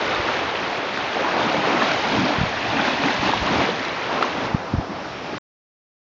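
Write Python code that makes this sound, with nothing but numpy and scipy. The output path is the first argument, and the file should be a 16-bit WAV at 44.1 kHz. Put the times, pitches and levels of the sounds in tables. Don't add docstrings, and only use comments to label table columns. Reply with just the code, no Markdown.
import sys
import numpy as np
from scipy import signal
from scipy.fft import rfft, irfft
from scipy.io import wavfile
from scipy.ndimage import uniform_filter1d

SR = 44100
rng = np.random.default_rng(int(sys.argv[2]) if len(sys.argv) > 2 else 0)


def unload_audio(sound):
    columns = np.transpose(np.atleast_2d(sound))
    steps = np.round(np.clip(columns, -1, 1) * 32767)
    wavfile.write(sys.argv[1], SR, steps.astype(np.int16))


N = 264952
TIME_S = np.arange(N) / SR


def gain(db):
    return 10 ** (np.asarray(db) / 20)


def unit(x):
    return x / np.sqrt(np.mean(x ** 2))


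def power_sum(levels_db):
    return 10 * np.log10(sum(gain(db) ** 2 for db in levels_db) + 1e-12)


def curves(table):
    times, *columns = np.transpose(table)
    return [np.interp(TIME_S, times, column) for column in columns]


def colour(x, points):
    hz, db = np.transpose(points)
    bins_hz = np.maximum(np.fft.rfftfreq(N, 1 / SR), 1)
    shape_db = np.interp(np.log(bins_hz), np.log(hz), db, left=-120, right=-120)
    return unit(irfft(rfft(x) * gain(shape_db), N))


def band(x, lo_hz, hi_hz, order=2):
    return signal.sosfilt(signal.butter(order, [lo_hz, hi_hz], "band", fs=SR, output="sos"), x)


def keep_side(x, side, hz, order):
    return signal.sosfiltfilt(signal.butter(order, hz, side, fs=SR, output="sos"), x)


def wander(rate_hz):
    step = max(int(SR / rate_hz), 1)
    held = np.repeat(rng.standard_normal(N // step + 2), step)
    return unit(uniform_filter1d(held[rng.integers(step):][:N], step))


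def add(out, start_s, sound):
    i = max(int(start_s * SR), 0)
    out[i:i + len(sound)] += sound[:N - i]


# f/Hz, level/dB
SEA_COLOUR = [(25, -18), (90, -1.5), (200, -1.5), (320, -6), (600, 2.5), (1100, -3), (1900, -8.5),
              (3500, -16), (5500, -14.5), (7500, -37)]
def open_sea():
    return colour(rng.standard_normal(N), SEA_COLOUR) * gain(-36 + 0.99 * wander(8.8))


# f/Hz, level/dB
WIND_COLOUR = [(22, -17.5), (38, -6.5), (70, 1.5), (120, 5.5), (200, -14.5), (400, -35.5), (800, -55)]
# t/s, level/dB, time to drop by 6 dB/s
GUSTS = [(.17, -43.5, .12), (.48, -48.5, .12), (2.17, -38.5, 0.12), (2.42, -34, .05), (2.7, -38.5, .2),
         (3.251, -38, .07), (3.41, -33.5, .05), (3.56, -31.5, .06), (4.49, -38, 0.097), (4.775, -27, .04)]
# t/s, level/dB, f/Hz
THUMPS = [(0.199, -24, 80), (2.186, -14, 190), (2.387, -14, 130), (2.415, -9.5, 146), (2.437, -10.5, 132),
          (3.197, -23, 97.4), (3.422, -19.5, 65.8), (4.548, -5, 153), (4.74, -8, 208), (4.749, -10.5, 109),
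          (4.786, -12.5, 95), (4.798, -15, 210)]
def wind(breeze_db=-53):
    gusts_db = [db - 6 * ((TIME_S - peak_s) / width_s) ** 2 for peak_s, db, width_s in GUSTS]
    level_db = power_sum([breeze_db] + gusts_db)
    out = colour(rng.standard_normal(N), WIND_COLOUR) * gain(level_db + 2.1 * wander(22))
    for middle_s, db, hz in THUMPS:
        turns = np.arange(-2, 2, hz / SR)
        thump = np.sin(2 * np.pi * turns) * np.exp(-(turns / 0.43) ** 2)
        add(out, middle_s - 2 / hz, gain(db) * thump)
    return out


def bubble(hz, cycles, glide=.15):
    turns = np.arange(int(2 * cycles * SR / hz)) * hz / SR
    age = turns / cycles
    ring = np.sin(2 * np.pi * turns * (1 + glide * age / 2))
    return ring * 10 ** -age * (1 - np.exp(-2 * turns))


def bubble_cloud(lo_hz, hi_hz, cycles, scatter_db, count):
    out = np.zeros(N)
    for when, size, strength, length in rng.random((count, 4)):
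        hz = lo_hz * (hi_hz / lo_hz) ** size
        boost_db = scatter_db * min(-np.log(1 - strength), 4)
        height = hz * gain(boost_db)
        add(out, when * N / SR, height * bubble(hz, cycles * (.5 + length)))
    return unit(out)


# t/s, level/dB, f/Hz, ring length/cycles, spray level relative to the ring/dB
PLOPS = [(0.974, -9, 1440, 2.2, -8), (1.166, -16, 738, 18, -22), (1.245, -10, 950, 6, -12),
         (1.543, -10, 500, 8.4, -20), (1.744, -11, 320, 4.7, -20), (1.818, -12, 1670, 28, -19),
         (1.821, -9.5, 1060, 16, -15), (2.793, -12.5, 1420, 18, -24), (3.054, -14, 263, 8, -28),
         (3.084, -11, 1910, 7.3, -18), (3.287, -12.5, 388, 4.8, -23), (3.292, -6.5, 820, 9, -25),
         (3.335, -3, 870, 6.5, -24), (3.612, -13, 800, 6.3, -16.5), (3.689, -8, 448, 4.9, -26),
         (3.85, -12, 1300, 4.9, -7), (4.211, -7.5, 690, 4.7, -20.5), (4.2255, -2.2, 1230, 7, -11.5),
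         (5.332, -17, 386, 5.6, -20)]
def plops(attack_s=.0004, decay_s=.003):
    out = np.zeros(N)
    t = np.arange(SR // 20) / SR
    envelope = np.exp(-t / decay_s) * (1 - np.exp(-t / attack_s))
    for start_s, db, hz, cycles, spray_db in PLOPS:
        noise = unit(band(rng.standard_normal(len(t)), lo_hz=700, hi_hz=3300, order=3))
        add(out, start_s, gain(db) * bubble(hz, cycles, glide=0.14))
        add(out, start_s, gain(db + spray_db) * noise * envelope)
    return out


def surge(start_s, rise_s, hold_s, fall_db_per_s):
    age_s = TIME_S - start_s
    swell = np.clip(age_s / rise_s, 1e-4, 1)
    return 20 * np.log10(swell) - fall_db_per_s * np.maximum(age_s - rise_s - hold_s, 0)


# t/s, wash level/dB, fizz level/dB
WATER_SHEET = [(0, -27.5, -31), (1.0, -28.5, -29.5), (2.5, -28.5, -29), (3.15, -28.5, -28.5),
               (3.95, -30, -31), (4.45, -29, -33.5), (4.6, -31.5, -43.5), (4.85, -32.5, -45),
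               (5.1, -37, -39.5)]
# t/s, rise/s, hold/s, wash level/dB, fizz level/dB, gurgle level/dB
WAVES = [(-0.2, 0.18, .33, -28, -30, -46), (1.11, 0.11, 0.044, -26, -45, -37),
         (1.32, 0.046, 0.43, -24.5, -32, -29.5), (1.695, .1, 0.17, -27.5, -29.5, -37),
         (2.007, 0.064, .08, -25.5, -32, -32), (2.11, 0.063, .06, -31, -32.5, -23.5),
         (2.198, .07, 0.059, -26, -34, -32), (2.609, 0.18, .09, -25.5, -29.2, -28.3),
         (2.95, 0.075, .04, -26.5, -30, -27), (3.183, 0.05, .02, -27, -28, -27),
         (3.377, 0.14, .09, -22, -27.5, -24.3), (4.058, 0.074, 0.092, -26, -33, -32.5),
         (4.325, 0.057, 0.079, -30, -38.5, -32), (4.866, 0.05, 0.016, -36.5, -52, -32.5),
         (5.198, 0.12, .06, -38, -40, -39)]
def shore_levels(steady_gurgle_db=-41, foam_lag_s=.02):
    sheet_wash_db, sheet_fizz_db = curves(WATER_SHEET)
    washes, fizzes, gurgles = [sheet_wash_db], [sheet_fizz_db], [steady_gurgle_db]
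    for start, rise, hold, wash_db, fizz_db, gurgle_db in WAVES:
        washes.append(wash_db + surge(start, rise, hold, fall_db_per_s=78.5))
        fizzes.append(fizz_db + surge(start + foam_lag_s, rise, hold, fall_db_per_s=53))
        gurgles.append(gurgle_db + surge(start, rise, hold, fall_db_per_s=87))
    return power_sum(washes), power_sum(fizzes), power_sum(gurgles)


# f/Hz, level/dB
GURGLE_COLOUR = [(60, -21.5), (110, -9), (180, -2), (280, 1.5), (340, -3), (450, -27), (700, -45.5)]
def gurgle(level_db):
    pockets = bubble_cloud(lo_hz=114.2, hi_hz=397, cycles=4.3, scatter_db=1.5, count=1400)
    noise = gain(-1) * unit(rng.standard_normal(N))
    return colour(pockets + noise, GURGLE_COLOUR) * gain(level_db)


def churn(flicker_db, flicker_hz):
    edges_hz = 180 * 2 ** (np.arange(12) / 2)
    return unit(sum(band(rng.standard_normal(N), lo, hi) * gain(flicker_db * wander(flicker_hz))
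                    for lo, hi in zip(edges_hz, edges_hz[1:])))


def spray(scatter_db, count):
    when, strength, sign = rng.random((count, 3)).T
    boost_db = scatter_db * np.minimum(-np.log(1 - strength), 5)
    ticks = np.sign(sign - .5) * gain(boost_db)
    return unit(np.bincount((when * N).astype(int), ticks, N))


# t/s, delay/ms, strength (0 to 1)
SAND_ECHO = [(1.5, 1.8, 0), (2.0, 1.3, 0.2), (2.5, 1.18, 0.2), (3.1, 1.14, .36), (3.55, 1, 0.07),
             (4.6, 1, 0)]
def add_sand_echo(x):
    delay_ms, strength = curves(SAND_ECHO)
    dull = keep_side(x, "low", hz=2400, order=1)
    samples = np.arange(N)
    return x + strength * np.interp(samples - delay_ms * SR / 1000, samples, dull)


# f/Hz, level/dB
WASH_COLOUR = [(150, -24.5), (250, -4), (340, -1), (450, -1), (650, 0), (950, -1), (1300, -4), (1700, -7),
               (2400, -8.5), (3900, -15), (5500, -24), (6500, -29), (7300, -42), (7900, -54.5)]
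# t/s, level/dB
FOAM_HISS = [(0, -0.5), (.7, -1.5), (1.6, 0.1), (2.15, 2), (2.5, -1), (3.25, 2.6), (3.95, -1.5), (4.45, 1),
             (5.38, -1)]
def surf(wash_db, fizz_db):
    water = churn(flicker_db=0.48, flicker_hz=22)
    water += gain(-4) * bubble_cloud(lo_hz=279.6, hi_hz=7000, cycles=12, scatter_db=3, count=11000)
    water += gain(-9) * spray(scatter_db=3, count=5000)
    water = add_sand_echo(colour(water, WASH_COLOUR)) * gain(.5 * wander(25))
    wash = keep_side(water, "low", hz=1450, order=3)
    foam = unit(water - wash)
    hiss = keep_side(foam, "high", hz=3900, order=3)
    hiss_db, = curves(FOAM_HISS)
    fizz = foam - hiss + hiss * gain(hiss_db)
    return unit(wash) * gain(wash_db) + fizz * gain(fizz_db)


def scene():
    wash_db, fizz_db, gurgle_db = shore_levels()
    return (surf(wash_db, fizz_db) + gurgle(gurgle_db) + plops() + open_sea() + wind())[None]


def record(dry):
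    lowest_hz, highest_hz, stop_s = 38, 7400, 5.383
    bass_cut = signal.butter(2, lowest_hz, "high", fs=SR, output="sos")
    treble_cut = signal.ellip(10, .2, 90, highest_hz, fs=SR, output="sos")
    stopped = signal.sosfilt(bass_cut, dry) * (TIME_S < stop_s)
    return signal.sosfilt(treble_cut, stopped)


dry = scene()
out = record(dry)
unload_audio(out)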